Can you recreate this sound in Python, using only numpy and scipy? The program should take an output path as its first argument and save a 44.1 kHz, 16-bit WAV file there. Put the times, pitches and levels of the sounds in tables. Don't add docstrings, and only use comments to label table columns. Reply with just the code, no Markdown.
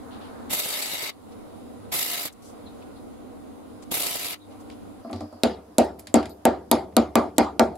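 import sys
import numpy as np
from scipy import signal
from scipy.io import wavfile
from scipy.ndimage import uniform_filter1d

SR = 44100
rng = np.random.default_rng(int(sys.argv[2]) if len(sys.argv) > 2 else 0)


def put_to_file(sound):
    columns = np.atleast_2d(sound).T
    safe = np.clip(columns, -1, 1)
    whole_steps = np.round(safe * 32767)
    wavfile.write(sys.argv[1], SR, whole_steps.astype(np.int16))


def boost_factor(decibels):
    exponent = np.asarray(decibels, float) / 20
    return 10 ** exponent


N = 342657

# start in seconds, crack in dB, crack brightness in dB per octave,
# bench boom in dB, vise ring in dB.
BLOWS = [
    (5.4346, -12.5, -2, -19, -20),
    (5.7832, -6.5, 11.5, -16, -12),
    (6.1414, -11, 5, -12, -14.5),
    (6.453, -7, 3.5, -17, -10.5),
    (6.7141, -3, 6.5, -17, -14),
    (6.9666, -4.5, 9, -13, -14.5),
    (7.155, -9, -1.5, -15.5, -17),
    (7.3821, -3.5, 4.5, -16, -13.5),
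    (7.595, -8, 0, -16, -10.5),
]
# first band in Hz, its gain in dB,
# second band in Hz, its gain in dB.
LANDINGS = [(471, 4, 1440, 1.5), (570, 3, 1900, 6.5), (540, 1.5, 1100, -0.5), (567, 1.5, 1660, 2.5),
            (503, 1, 870, -1), (1680, -2.5, 390, -4.5), (534, 3, 1140, 6), (640, -1.8, 410, -4),
            (540, 1.5, 1250, 0)]
# tail in dB, tail brightness in dB per octave,
# ringing band in Hz, its gain in dB.
ECHOES = [(1, 1, 3800, 7), (1, -1, 2050, -3), (1, 0, 4800, 4), (-3.5, -2.5, 1760, 10), (1, 1, 3500, 3.5),
          (-2, -2, 3500, 3.5), (1, 2.5, 4300, -4), (0, -1, 7400, 1.5), (-1, 1, 3060, -9)]
# first band in Hz, its gain in dB, second band in Hz,
# its gain in dB, gain around 15 kHz in dB.
FACES = [(4000, 6, 1500, 6, 13), (4060, 8, 6200, 4.5, -8), (3120, -4, 7400, 10, 0),
         (4180, -4, 9200, 7, -0.7), (4000, 6, 6900, -2, 2), (3500, 8, 7600, -6, -6),
         (4000, -4, 7900, 1, 10), (4500, -6, 7500, 2.5, -2), (5000, 5, 6800, -6, 7)]
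# first two bench modes in dB,
# first three high vise modes in dB.
MODE_DRIVES = [(-2.5, -2.5, -8, -7, -19), (-10, -1, -3, -2, -1), (2, 2, -10, 1, 5), (-6, -.7, 8, 4, 9),
               (0.5, 2, 6, -.3, 2), (8, 1, -7, 1, -15), (5.5, 2.5, 4, -12, -12), (-1, 4, -1, 0, 2),
               (2, -9.5, 1.3, 3, 9)]
# frequency in Hz (negative swings inward first), level in dB,
# 60 dB decay time in seconds; the other mode tables have the same columns.
BENCH_MODES = [(-228.7, 13.5, 0.16), (297.5, 10, .22), (167, -5, 0.083), (205, 5, 0.17), (241, 19, 0.12),
               (274, 14.5, .13)]
# frequency in Hz, level in dB, decay time in seconds.
VISE_LOW_MODES = [(328.5, 6.5, 0.23), (-349.5, -1, .06), (360.6, 2, .3), (-381.4, 0.5, 0.4),
                  (-395, -9, 0.29), (-428, 5.5, 0.18), (-454.6, -2, 0.19), (-500.4, 10, 0.17),
                  (-526.7, 7, 0.1), (-545, 4.5, 0.17)]
# frequency in Hz, level in dB, decay time in seconds.
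VISE_HIGH_MODES = [(-754.6, -4.5, 0.26), (783.5, 6.5, 0.23), (890.5, 4, 0.12), (-585, 10.5, 0.19),
                   (610, -1, .06), (-618, 6, 0.27), (-644, -4, 0.4), (661.5, 10.5, 0.23), (683, -2, 0.055),
                   (-699, -1, 0.37), (720, 4, 0.2), (-747.6, 3.5, 0.3), (869, -5, 0.37), (-946, -7, 0.2)]
# frequency in Hz, level in dB, decay time in seconds.
CLANK_MODES = [(1022, 3, 0.11), (-1049, 2, .12), (1160, 4, 0.17), (-1238, 1, 0.12), (1334, 1.5, 0.11),
               (1486, -2, 0.11), (1528, -2.5, 0.16), (1613, -3.5, 0.15), (1893, 3, 0.073), (2040, -22, 0.2),
               (2202, -4, 0.14), (2249, -23, 0.1), (2355, -5, 0.13), (2520, -4, 0.076)]
# frequency in Hz, level in dB, decay time in seconds.
FLOOR_MODES = [(-60.5, -6.5, 0.4), (71.7, 2.5, 0.75), (-90, 3.5, 0.54), (101.5, 0, 0.3)]
# frequency in Hz, level in dB, decay time in seconds.
CHIP_MODES = [(12020, -8, .1), (12110, 0, 0.18), (12180, -3, .12)]
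# frequency in Hz, density in dB per Hz.
CRACK_COLOUR = [(590, -28.5), (1000, -23), (1330, -7.5), (2640, -11), (3900, -6.5), (5620, -21.5),
                (7560, -8), (8410, -17.5), (10900, -14.5), (14000, -25), (16900, -55.5)]
# frequency in Hz, density in dB per Hz.
TAIL_COLOUR = [(71, -28), (120, -15.5), (233, -1.5), (490, -7.5), (727, 1.5), (1470, -18), (1660, -33),
               (2410, -31), (4130, -32), (6520, -38), (10700, -50), (14300, -64), (16900, -88.5)]
# frequency in Hz, 60 dB decay time in seconds.
TAIL_T60 = [(200, 0.92), (800, 0.33), (2000, 0.26), (4500, 0.26), (9000, 0.26), (15000, 0.31)]
# centre in Hz, width in Hz, gain in dB.
HAMMER_BANDS = [(1814, 700, 9.5), (2190, 320, 4.5), (4330, 710, 2.5), (5130, 890, 4), (5770, 600, -6),
                (7560, 700, 2), (8900, 400, -5), (10800, 1100, 7.5), (1703, 90, -1), (2386, 74, 3),
                (3250, 75, 4.5), (3950, 140, 2.5), (4560, 170, 3), (2880, 280, 1.5)]
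# frequency in Hz, correlation (no unit).
HIT_SAME = [(60, 0.86), (180, 1), (550, 0.53), (1650, 0.74), (4970, 0.6), (15000, 0.27)]
# frequency in Hz, left minus right in dB.
HIT_PAN = [(60, 0.0), (180, 0.0), (550, 0.91), (1650, 0.41), (4970, 0.49), (15000, -0.89)]
# start in seconds, tick in dB, tick centre in Hz,
# knock on vise and bench in dB, floor thump in dB.
TOUCHES = [(5.0473, -56, 4300, -29, -67), (5.0967, -46, 2240, -27.5, -62), (5.111, -39, 10800, -44, -57),
           (5.1295, -29.5, 3900, -25.5, -31), (5.16, -39, 4300, -49, -46), (5.2066, -35, 4930, -27, -36),
           (5.2367, -57, 5100, -45, -55), (5.3265, -48, 8000, -37, -45), (5.9888, -48, 2570, -42.5, -50),
           (5.9943, -30, 12000, -60, -43), (6.071, -29.5, 3720, -45, -48), (6.228, -30, 2830, -41, -44),
           (6.2563, -30.5, 3880, -65, -44), (6.294, -37, 12000, -53, -57), (6.9252, -52, 2190, -48, -41),
           (7.7546, -39, 11500, -43, -52)]
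# start in seconds, tick in dB, tick centre in Hz.
REBOUNDS = [
    (5.799, -24, 12000),
    (4.7, -32, 3000),
    (6.1553, -17, 7900),
    (6.0705, -25.5, 9800),
    (6.2565, -33, 11000),
    (8.1, -32, 12000),
]
# strike in seconds, break in seconds, hiss in dB, sag of the hiss in dB per second,
# further sag of the fizz above 6 kHz in dB per second.
ARCS = [
    (0.487, 1.097, -32, -1.5, 18),
    (1.912, 2.284, -29, 16, 13),
    (3.904, 4.342, -31.5, 6, 17),
]
# centre in Hz, width in Hz, gain in dB.
SEAMS = [
    [(2070, 73, -1), (3700, 120, 5), (4590, 70, 7), (7900, 150, 7), (6300, 900, 1.5)],
    [(2140, 150, -3), (4830, 130, 3), (7040, 150, 1), (11800, 900, 0.5), (8600, 600, -4)],
    [(2150, 150, -6), (2370, 150, 5), (10100, 200, 1), (11500, 700, 0), (6300, 770, 0.5)],
]
# frequency in Hz, level in dB.
LOADS = [
    (600, -49.5),
    (700, -52.5),
    (700, -56),
]
CATCHES = [
    (0.02,),
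    (0.011,),
    (.011,),
]
# frequency in Hz, density in dB per Hz.
ARC_COLOUR = [(59, -38), (100, -9.5), (479, -0.5), (533, 1.5), (594, -1.5), (1080, -6.5), (1290, -4.5),
              (1400, -14), (2110, -9.5), (3100, -11), (3760, -7), (6290, -9.5), (11500, -3.5), (15750, -10),
              (16100, -60)]
# centre in Hz, width in Hz, gain in dB.
ARC_BANDS = [(2090, 260, 9.5), (2810, 190, 8), (3720, 940, 3.5), (4800, 260, 1), (7570, 970, 3),
             (9600, 330, 2.5), (11450, 520, 4.5), (13300, 600, 4.5)]
# frequency in Hz, correlation (no unit).
ARC_SAME = [(60, -0.16), (180, -0.24), (550, -0.24), (1650, -0.0027), (4970, -0.02), (15000, -0.016)]
# frequency in Hz, left minus right in dB.
ARC_PAN = [(60, 0), (180, -5.5), (550, 2.5), (1650, -1.5), (4970, 5), (15000, -5.5)]
# mains multiple in Hz, level in dB.
BUZZ = [(400, -0.5), (500, -5.5), (600, 1), (700, 3), (800, -9), (1000, 0.5), (1300, 1)]
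# start in seconds, pop in dB, flare in dB.
POPS = [(0.511, -40, -27), (0.533, -34, -17.5), (0.593, -45, -22), (0.658, -37.5, -26), (0.716, -50, -42),
        (0.858, -49, -33), (0.934, -39, -26), (1.028, -38, -27), (1.923, -37, -32), (1.943, -35, -26),
        (2.009, -46, -37), (2.1, -57, -44), (2.175, -41, -32), (2.254, -41, -24), (3.917, -30, -22),
        (3.942, -44, -19.5), (3.971, -39, -24), (4.003, -33.5, -21), (4.065, -53, -24), (4.11, -43, -31),
        (4.155, -40, -25), (4.194, -63, -30), (4.254, -61, -26.5), (4.318, -44, -31)]
# start in seconds, level in dB, centre in Hz,
# width in octaves, length in seconds.
SIZZLES = [(0.105, -54, 3400, 0.58, 0.11), (0.2, -54.5, 3300, 0.74, 0.13), (0.019, -47, 890, 1.02, 1),
           (1.316, -59, 3500, 1.2, 0.03), (2.324, -53, 10000, 1.4, 0.019), (2.42, -56, 8000, 2.6, 0.036),
           (2.438, -54, 7500, 1.4, 0.11), (2.66, -58, 3900, 0.26, 0.06), (2.814, -59, 3300, 0.79, 0.04),
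           (2.958, -61, 4000, 0.32, 0.049), (3.823, -51.5, 3000, 3, 0.025), (4.4, -64, 3750, .2, 0.1),
           (4.503, -60, 2500, 1.5, 0.056), (4.6, -58.5, 9000, 1.83, 0.032), (4.708, -56, 3500, 0.98, 0.045),
           (5.038, -64, 4700, 0.28, 0.088), (5.13, -56, 4430, 0.46, 0.14), (5.247, -68, 4960, 0.18, 0.076),
           (5.302, -66, 4800, 0.2, 0.17), (5.067, -56, 1200, 1.2, 0.23), (3.82, -55, 7800, 0.32, .03),
           (5.096, -51, 820, 1.2, 0.028), (5.324, -51, 820, 0.95, 0.023), (5.2, -64, 5000, 0.13, 0.13),
           (7.362, -56, 5040, 1.7, 0.017), (5.99, -46, 14000, .5, .022), (5.845, -51, 12000, .6, .012),
           (6.298, -56, 4400, 0.32, 0.044)]
# start in seconds, length in seconds, level in dB, start in Hz, end in Hz.
CHIRPS = [
    (2.656, .036, -53, 4350, 3750),
    (2.69, .03, -63, 3600, 4000),
    (4.405, .04, -62, 4000, 3700),
    (2.82, .016, -56, 2800, 1850),
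]
# time in seconds, noise in dB, mains hum in dB.
SHOP = [
    (0, -39, -54),
    (.45, -38, -59),
    (1.5, -40, -54.5),
    (2.75, -39.5, -59),
    (3.3, -41.5, -57.5),
    (4.0, -40.5, -52.5),
    (4.699, -40, -50.5),
    (5.19, -42.5, -55.5),
    (5.3, -42.5, -58),
    (7.77, -44, -51.5),
]
# frequency in Hz, density in dB per Hz.
SHOP_COLOUR = [(12, -35), (20, -21), (97, -15.5), (132, -24), (253, -4), (397, -14.5), (432, -12),
               (624, -15.5), (760, -16.5), (850, -22), (979, -19.5), (2350, -35.5), (10200, -42),
               (15600, -47), (16200, -76)]
# centre in Hz, width in Hz, gain in dB.
SHOP_BANDS = [(96, 25.3, 13), (240, 30, 3), (472, 29, 5.5), (775, 36, 5.5), (1700, 190, -6.5),
              (3860, 500, 3.5), (10500, 2100, 4.5), (10140, 400, 5), (6550, 110, 4), (5800, 660, -6),
              (256, 10, 0.5)]
# centre in Hz, width in Hz, gain in dB.
BENCH_BANDS = [(73.7, 30, -16.5), (252, 110, -36.5), (650, 140, 3.5), (2000, 900, -3), (4870, 700, 3.5),
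               (11100, 2600, 6.5)]
# frequency in Hz, correlation (no unit).
SHOP_SAME = [(60, -0.12), (180, -0.33), (550, -0.04), (1650, 0.16), (4970, -0.053), (15000, 0.098)]

MOVE_S = 5.02
TREBLE_DB, TREBLE_AT_VISE_DB = -3.5, -6
CHIP_S, CHIP_DB = 6.295, -59
LOOSE_DB, TIGHT_DB, LOOSEN_S = -16.5, -27, 0.55
SETTLE_S, SETTLE_DB = 0.032, -1.5
TICK_T60_S, THUMP_T60_S = 0.14, 0.29
WIDE, SLIP = 0.36, 0.29
FIZZ_DB, ROAR_DB = 4.5, -11
BUZZ_DB, BUZZ_SAG_DB_PER_S = -54.5, 8
FIZZ_LAG_S, FIZZ_LAG_DB = 0.011, -18
BREAK_DB_PER_S = 805
AFTERGLOW_DB, AFTERGLOW_DB_PER_S = -24, 250
DRIFT_DB = 1.5
CRACKLE_PER_S, CRACKLE_DB, CRACKLE_SPREAD_DB = 900, -12, 3
FINE_TAIL_DB, FINE_ARC_DB = 1.8, 1.2
ARC_DUCK_DB, ARC_DUCK_S, BLOW_DUCK_DB = -11, 0.15, -5.5
HOLD_S, RECOVER_S = 0.053, 0.039
HISS_SPARED = 0.7


def evened(x):
    return x / np.sqrt(np.mean(x ** 2) + 1e-20)


def read(points, hz):
    f, value = np.transpose(points)
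    return np.interp(np.log(hz + 1), np.log(f + 1), value)


def add(mix, s, sound):
    part = mix[:, round(s * SR):][:, :sound.shape[1]]
    part += sound[:, :part.shape[1]]


def humps_db(bands, hz):
    return sum(db / (1 + (2 * (hz - f) / width) ** 2) for f, width, db in bands)


def peak(x, hz, db, sharp):
    return x + (boost_factor(db) - 1) * signal.lfilter(*signal.iirpeak(hz, sharp, fs=SR), x)


def ripple(hz, step_hz):
    return sum(np.sin(hz / (step_hz * k) + k * k) for k in (1, 1.6, 2.7))


def share_db(colour_db, lo_hz, hi_hz):
    hz = np.linspace(lo_hz, hi_hz, num=400)
    density = np.mean(boost_factor(colour_db(hz)) ** 2)
    return -10 * np.log10(density * (hi_hz - lo_hz) / (SR / 2))


def noise(count, size, level_db, same, pan, patchy_db):
    hop = size // 4
    frames = count // hop + 5
    hz = np.fft.rfftfreq(size, 1 / SR)[:, None]
    a, b, c, d, patches = rng.standard_normal((frames, len(hz), 5)).T
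    patches = uniform_filter1d(patches, size=len(hz) // 40, axis=0)
    patches = evened(uniform_filter1d(patches, size=8, axis=1))
    like = np.clip(read(same, hz), -1, 1)
    left = a + 1j * b
    right = like * left + np.sqrt(1 - like ** 2) * (c + 1j * d)
    balance = boost_factor(read(pan, hz) / 2)
    z = np.array([left * balance, right / balance])
    z *= boost_factor(level_db(hz, np.arange(frames) * hop / SR) + patchy_db * patches)
    return signal.istft(z, nperseg=size, noverlap=size - hop)[1][:, :count] * np.sqrt(2 / size)


def ring(modes, seconds, rise_s, spread, own_db=()):
    t = np.arange(round(seconds * SR), dtype=np.float32) / np.float32(SR)
    draw = (rng.standard_normal((len(modes), 3)) * spread).tolist()
    extra = list(own_db) + [0] * len(modes)
    out = 0
    for k, ((hz, db, t60), (level, tune, slip)) in enumerate(zip(modes, draw)):
        ears = np.float32([[1], [-1]]) * np.float32((-1) ** k * WIDE * min(abs(hz) / 700, 1))
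        phase = np.float32(2 * np.pi * hz * (1 + 0.0014 * tune)) * t
        phase = phase + np.float32(SLIP * slip * hz / 500) + ears
        out = out + boost_factor(db + extra[k] + 1.63 * level - 60 * t / t60) * np.sin(phase)
    out = out * (1 - np.exp(-t / rise_s))
    return out / np.sqrt(np.mean(out[:, :1300] ** 2))


def blow(s, crack_db, bright_db, boom_db, ring_db, landing, echo, face, drive_db):
    tight_db = TIGHT_DB * np.exp((BLOWS[0][0] - s) / LOOSEN_S)
    tail_db, tail_bright_db, *echo_band = echo
    out = boost_factor(-32.0 + 0.19 * (crack_db + 5.0) + tail_db) * tail(
        0.6, 0.28 * bright_db + tail_bright_db, 0.23 * tight_db)
    out = peak(out, *echo_band, sharp=6.7)
    t = np.arange(out.shape[1]) / SR
    settled = 1 / (1 + np.exp(-(t - SETTLE_S) / 0.0055))
    boom = ring(BENCH_MODES, 0.6, rise_s=0.0054, spread=0.5, own_db=drive_db[:2])
    out += boost_factor(boom_db - 0.8 + SETTLE_DB * settled) * boom
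    out += boost_factor((boom_db + ring_db) / 2 - 5.0) * ring(VISE_LOW_MODES, 0.6, rise_s=0.0042, spread=0.92)
    vise = ring(VISE_HIGH_MODES, 0.6, rise_s=0.0018, spread=0.5, own_db=drive_db[2:])
    out += boost_factor(ring_db - 5.0) * vise
    out += boost_factor(LOOSE_DB + tight_db - 12.5) * ring(CLANK_MODES, 0.6, rise_s=0.00054, spread=1.06)
    out = peak(out, *landing[:2], sharp=4.7)
    out = peak(out, *landing[2:], sharp=5.8)
    out *= boost_factor(-2 / (1 + np.exp(-(t - 0.038) / 0.022)))
    out += boost_factor(0.38 * boom_db - 36.0) * ring(FLOOR_MODES, 0.6, rise_s=0.0089, spread=0.88)
    add(out, 0, boost_factor(crack_db - 1.2) * crack(bright_db, tight_db, face))
    return s, signal.sosfilt(signal.butter(6, 50, "high", fs=SR, output="sos"), out)


def crack(bright_db, tight_db, face):
    t = np.arange(1000) / SR

    def shape(hz, t):
        tilt = bright_db * np.log2((hz + 500) / 6000)
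        return read(CRACK_COLOUR, hz) + tilt + 0.11 * tight_db / (1 + (hz / 1600) ** 4) + 0 * t

    burst = evened(noise(len(t), 256, shape, HIT_SAME, HIT_PAN, patchy_db=1.5))
    burst = peak(burst, *face[:2], sharp=3.5)
    burst = peak(burst, *face[2:4], sharp=6.3)
    burst = peak(burst, 15000, face[4], sharp=3.1)
    fade = np.exp(-t / 0.00045) + 0.31 * np.exp(-t / 0.002) + 0.048 * np.exp(-t / 0.0074)
    return burst * (1 - np.exp(-t / 0.0001)) * fade


def tail(seconds, bright_db, tight_db):
    rings = [(f, w, db * rng.uniform(0.7, 1.42)) for f, w, db in HAMMER_BANDS]

    def colour(hz):
        bass_cut = 10 / (1 + (hz / 1000) ** 4) + 12 / (1 + (hz / 170) ** 8)
        clamped = tight_db / (1 + ((hz - 1200) / 500) ** 2)
        return read(TAIL_COLOUR, hz) + humps_db(rings, hz) - bass_cut + clamped

    offset = share_db(colour, 3000, 16000)

    def shape(hz, t):
        tilt = bright_db * np.log2(np.maximum(hz, 3000) / 6000)
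        fine = FINE_TAIL_DB * ripple(hz, step_hz=24)
        return colour(hz) + tilt + fine + offset - 60 * t / read(TAIL_T60, hz)

    out = noise(round(seconds * SR), 1024, shape, HIT_SAME, HIT_PAN, patchy_db=3.0)
    return out * (1 - np.exp(-np.arange(out.shape[1]) / SR / 0.00042))


def touch(s, tick_db, tick_hz, knock_db, thump_db, wash=0.37):
    t = np.arange(11000) / SR
    seconds = len(t) / SR

    def shape(hz, t):
        slope = -7 * abs(np.log2((hz + 50) / tick_hz))
        return tick_db + slope + humps_db(HAMMER_BANDS, hz) - 14 * (hz / 13000) ** 6 + 0 * t

    fade = np.exp(-t / 0.0019) + wash * boost_factor(-60 * t / TICK_T60_S)
    tick = 0.91 * noise(len(t), 256, shape, HIT_SAME, HIT_PAN, patchy_db=0.5)
    tick = tick * fade * (1 - np.exp(-t / 0.00029))
    knock = boost_factor(knock_db - 10.5) * ring(VISE_LOW_MODES + VISE_HIGH_MODES, seconds, rise_s=0.0016, spread=2.95)
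    knock += boost_factor(knock_db - 10.5) * ring(BENCH_MODES, seconds, rise_s=0.013, spread=1.4)
    knock += boost_factor(knock_db - 21.5) * ring(CLANK_MODES[:5], seconds, rise_s=0.0006, spread=1.5)
    thump = ring(FLOOR_MODES[2:], seconds, rise_s=0.018, spread=0.4)
    return s, tick + knock + boost_factor(thump_db - 4.0 - 60 * t / THUMP_T60_S) * thump


def rebound(s, tick_db, tick_hz):
    return touch(s, tick_db, tick_hz, -68.5, -77.5, wash=0.15)


def slag_chip():
    return CHIP_S, boost_factor(CHIP_DB) * ring(CHIP_MODES, 0.16, rise_s=0.0068, spread=0.8)


def arc(strike, stop, hiss_db, sag, fizz_sag, seam, load, catch):
    burn_s = stop - strike
    count = round((burn_s + 0.12) * SR)
    t = np.arange(count) / SR
    hiss = arc_hiss(count, burn_s, hiss_db, sag, fizz_sag, seam)
    flicker = uniform_filter1d(rng.standard_normal(count), size=260)
    flicker = evened(uniform_filter1d(flicker, size=130))
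    sparks = rng.exponential(1, count) * (rng.random(count) < 400 / SR)
    sparks = uniform_filter1d(sparks, size=12) * 12
    grain = boost_factor(1.8 * flicker) * (0.9 + 0.24 * sparks)
    snaps = crackle(count) * boost_factor(hiss_db + CRACKLE_DB - sag * t)
    hum = buzz(t, load) * boost_factor(3.2 * evened(uniform_filter1d(flicker, size=1500)))
    after = np.maximum(t - burn_s, 0)
    dying = np.maximum(boost_factor(-BREAK_DB_PER_S * after), boost_factor(AFTERGLOW_DB - AFTERGLOW_DB_PER_S * after))
    burning = np.minimum(t / catch[0], 1) ** 2 * dying
    top = signal.butter(14, 15800, fs=SR, output="sos")
    return strike, signal.sosfilt(top, (hiss * grain + snaps + hum) * burning)


def arc_hiss(count, burn_s, hiss_db, sag, fizz_sag, seam):
    def colour(hz):
        return read(ARC_COLOUR, hz) + humps_db(ARC_BANDS + seam, hz)

    low, mid, high = share_db(colour, 500, 1400), share_db(colour, 1500, 6000), share_db(colour, 6000, 16000)

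    def shape(hz, t):
        up = 1 / (1 + (6000 / (hz + 1)) ** 6)
        down = 1 / (1 + (hz / 1450) ** 6)
        fizz_db = FIZZ_DB - fizz_sag * t + FIZZ_LAG_DB * np.exp(-t / FIZZ_LAG_S)
        fizz_db = fizz_db - 0.52 * BREAK_DB_PER_S * np.clip(t - burn_s + 0.014, 0, 0.035)
        drift = uniform_filter1d(rng.standard_normal((len(t), len(hz))).T, size=6, axis=0)
        drift = evened(uniform_filter1d(drift, size=24, axis=1))
        fine = FINE_ARC_DB * ripple(hz, step_hz=44.8)
        bands = up * (high + fizz_db) + down * (low + ROAR_DB) + (1 - up - down) * mid
        return DRIFT_DB * drift + fine + colour(hz) + hiss_db - sag * t + bands

    return noise(count, 512, shape, ARC_SAME, ARC_PAN, patchy_db=1.5)


def crackle(count):
    snaps = boost_factor(CRACKLE_SPREAD_DB * np.minimum(rng.exponential(1, count), 3))
    snaps = snaps * (rng.random(count) < CRACKLE_PER_S / SR)
    snaps = signal.lfilter([1], [1, -0.6], snaps * rng.standard_normal((2, count)))
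    return evened(signal.sosfilt(signal.butter(2, 1200, "high", fs=SR, output="sos"), snaps))


def buzz(t, load):
    sag_db = BUZZ_SAG_DB_PER_S * t
    out = sum(boost_factor(db) * np.sin(2 * np.pi * hz * t + hz) for hz, db in BUZZ) * boost_factor(BUZZ_DB - sag_db)
    hz, db = load
    return out + boost_factor(db - sag_db) * np.sin(2 * np.pi * hz * t + hz)


def pop(s, pop_db, flare_db):
    t = np.arange(1800) / SR
    swell = (t / 0.0064 * np.exp(1 - t / 0.0077)) ** 2

    def shape(hz, t):
        return read(ARC_COLOUR, hz) + humps_db(ARC_BANDS, hz) + 0 * t

    flare = evened(noise(len(t), 256, shape, ARC_SAME, ARC_PAN, patchy_db=-2.5))
    band = signal.butter(2, [130, 800], "band", fs=SR)
    thud = evened(signal.lfilter(*band, rng.standard_normal(len(t))))
    return s - 0.005, swell * (boost_factor(flare_db - 7.5) * flare + boost_factor(pop_db - 4.5) * thud)


def sizzle(s, db, centre_hz, octaves, seconds):
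    def shape(hz, t):
        return -12 * (np.log2((hz + 50) / centre_hz) / octaves) ** 2 - 9 * (hz / 13500) ** 6 + 0 * t

    u = np.linspace(0, 1, round(seconds * SR))
    puff = evened(noise(len(u), 256, shape, ARC_SAME, ARC_PAN, patchy_db=0.5))
    return s, boost_factor(db) * puff * np.sin(np.pi * np.sqrt(u))


def chirp(s, seconds, db, start_hz, end_hz):
    u = np.linspace(0, 1, round(seconds * SR))
    rough_hz = 600 * uniform_filter1d(rng.standard_normal((2, len(u))), size=60, axis=1)
    hz = start_hz + (end_hz - start_hz) * u + rough_hz
    tone = np.sqrt(2) * np.sin(2 * np.pi * np.cumsum(hz, axis=1) / SR)
    return s, boost_factor(db) * np.sin(np.pi * u) * tone


def duck_db(t):
    def back(end):
        return 1 / (1 + np.exp(np.clip((t - end - HOLD_S) / RECOVER_S - 2, -50, 50)))

    dips = []
    for a, b, *_ in ARCS:
        dips.append(ARC_DUCK_DB * (1 - np.exp(-np.clip(t - a, 0, b - a) / ARC_DUCK_S)) * back(b))
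    for s, *_ in BLOWS:
        dips.append(BLOW_DUCK_DB * (t > s) * back(s + 0.077))
    return np.min(dips, axis=0)


def shop():
    s, level_db, hum_db = np.transpose(SHOP)
    offset = share_db(lambda hz: read(SHOP_COLOUR, hz), 180, 450)

    def shape(hz, t):
        duck = duck_db(t)
        place = np.where(t < MOVE_S, humps_db(SHOP_BANDS, hz), humps_db(BENCH_BANDS, hz))
        treble_db = np.where(t < MOVE_S, TREBLE_DB, TREBLE_AT_VISE_DB) - HISS_SPARED * duck
        level = offset - 3 + np.interp(t, s, level_db) + duck
        return read(SHOP_COLOUR, hz) + place + level + treble_db * (hz / (hz + 1500))

    t = np.arange(N) / SR
    duck = np.interp(t, t[::200], duck_db(t[::200]))
    line = np.sin(2 * np.pi * 300 * t) + 0.33 * np.sin(2 * np.pi * 100 * t)
    hum = np.sqrt(2) * boost_factor(np.interp(t, s, hum_db) + 0.44 * duck) * line
    return noise(N, 2048, shape, SHOP_SAME, [(100, -1.3), (10000, -0.74)], patchy_db=1) + hum


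def scene():
    mix = shop()
    blows = [row + tuple(own) for row, *own in zip(BLOWS, LANDINGS, ECHOES, FACES, MODE_DRIVES)]
    arcs = [row + tuple(own) for row, *own in zip(ARCS, SEAMS, LOADS, CATCHES)]
    sources = ((blow, blows), (touch, TOUCHES), (rebound, REBOUNDS), (arc, arcs), (pop, POPS),
               (sizzle, SIZZLES), (chirp, CHIRPS))
    for source, table in sources:
        for row in table:
            add(mix, *source(*row))
    add(mix, *slag_chip())
    return mix


def roll_off(x):
    return signal.sosfilt(signal.butter(12, 17040, fs=SR, output="sos"), x)


def record(dry):
    limited = 0.86 * np.tanh(dry / 0.86)
    band = signal.firwin(255, 16500, fs=SR)
    return roll_off(signal.oaconvolve(limited, band[None], "same"))


dry = scene()
out = record(dry)
put_to_file(out)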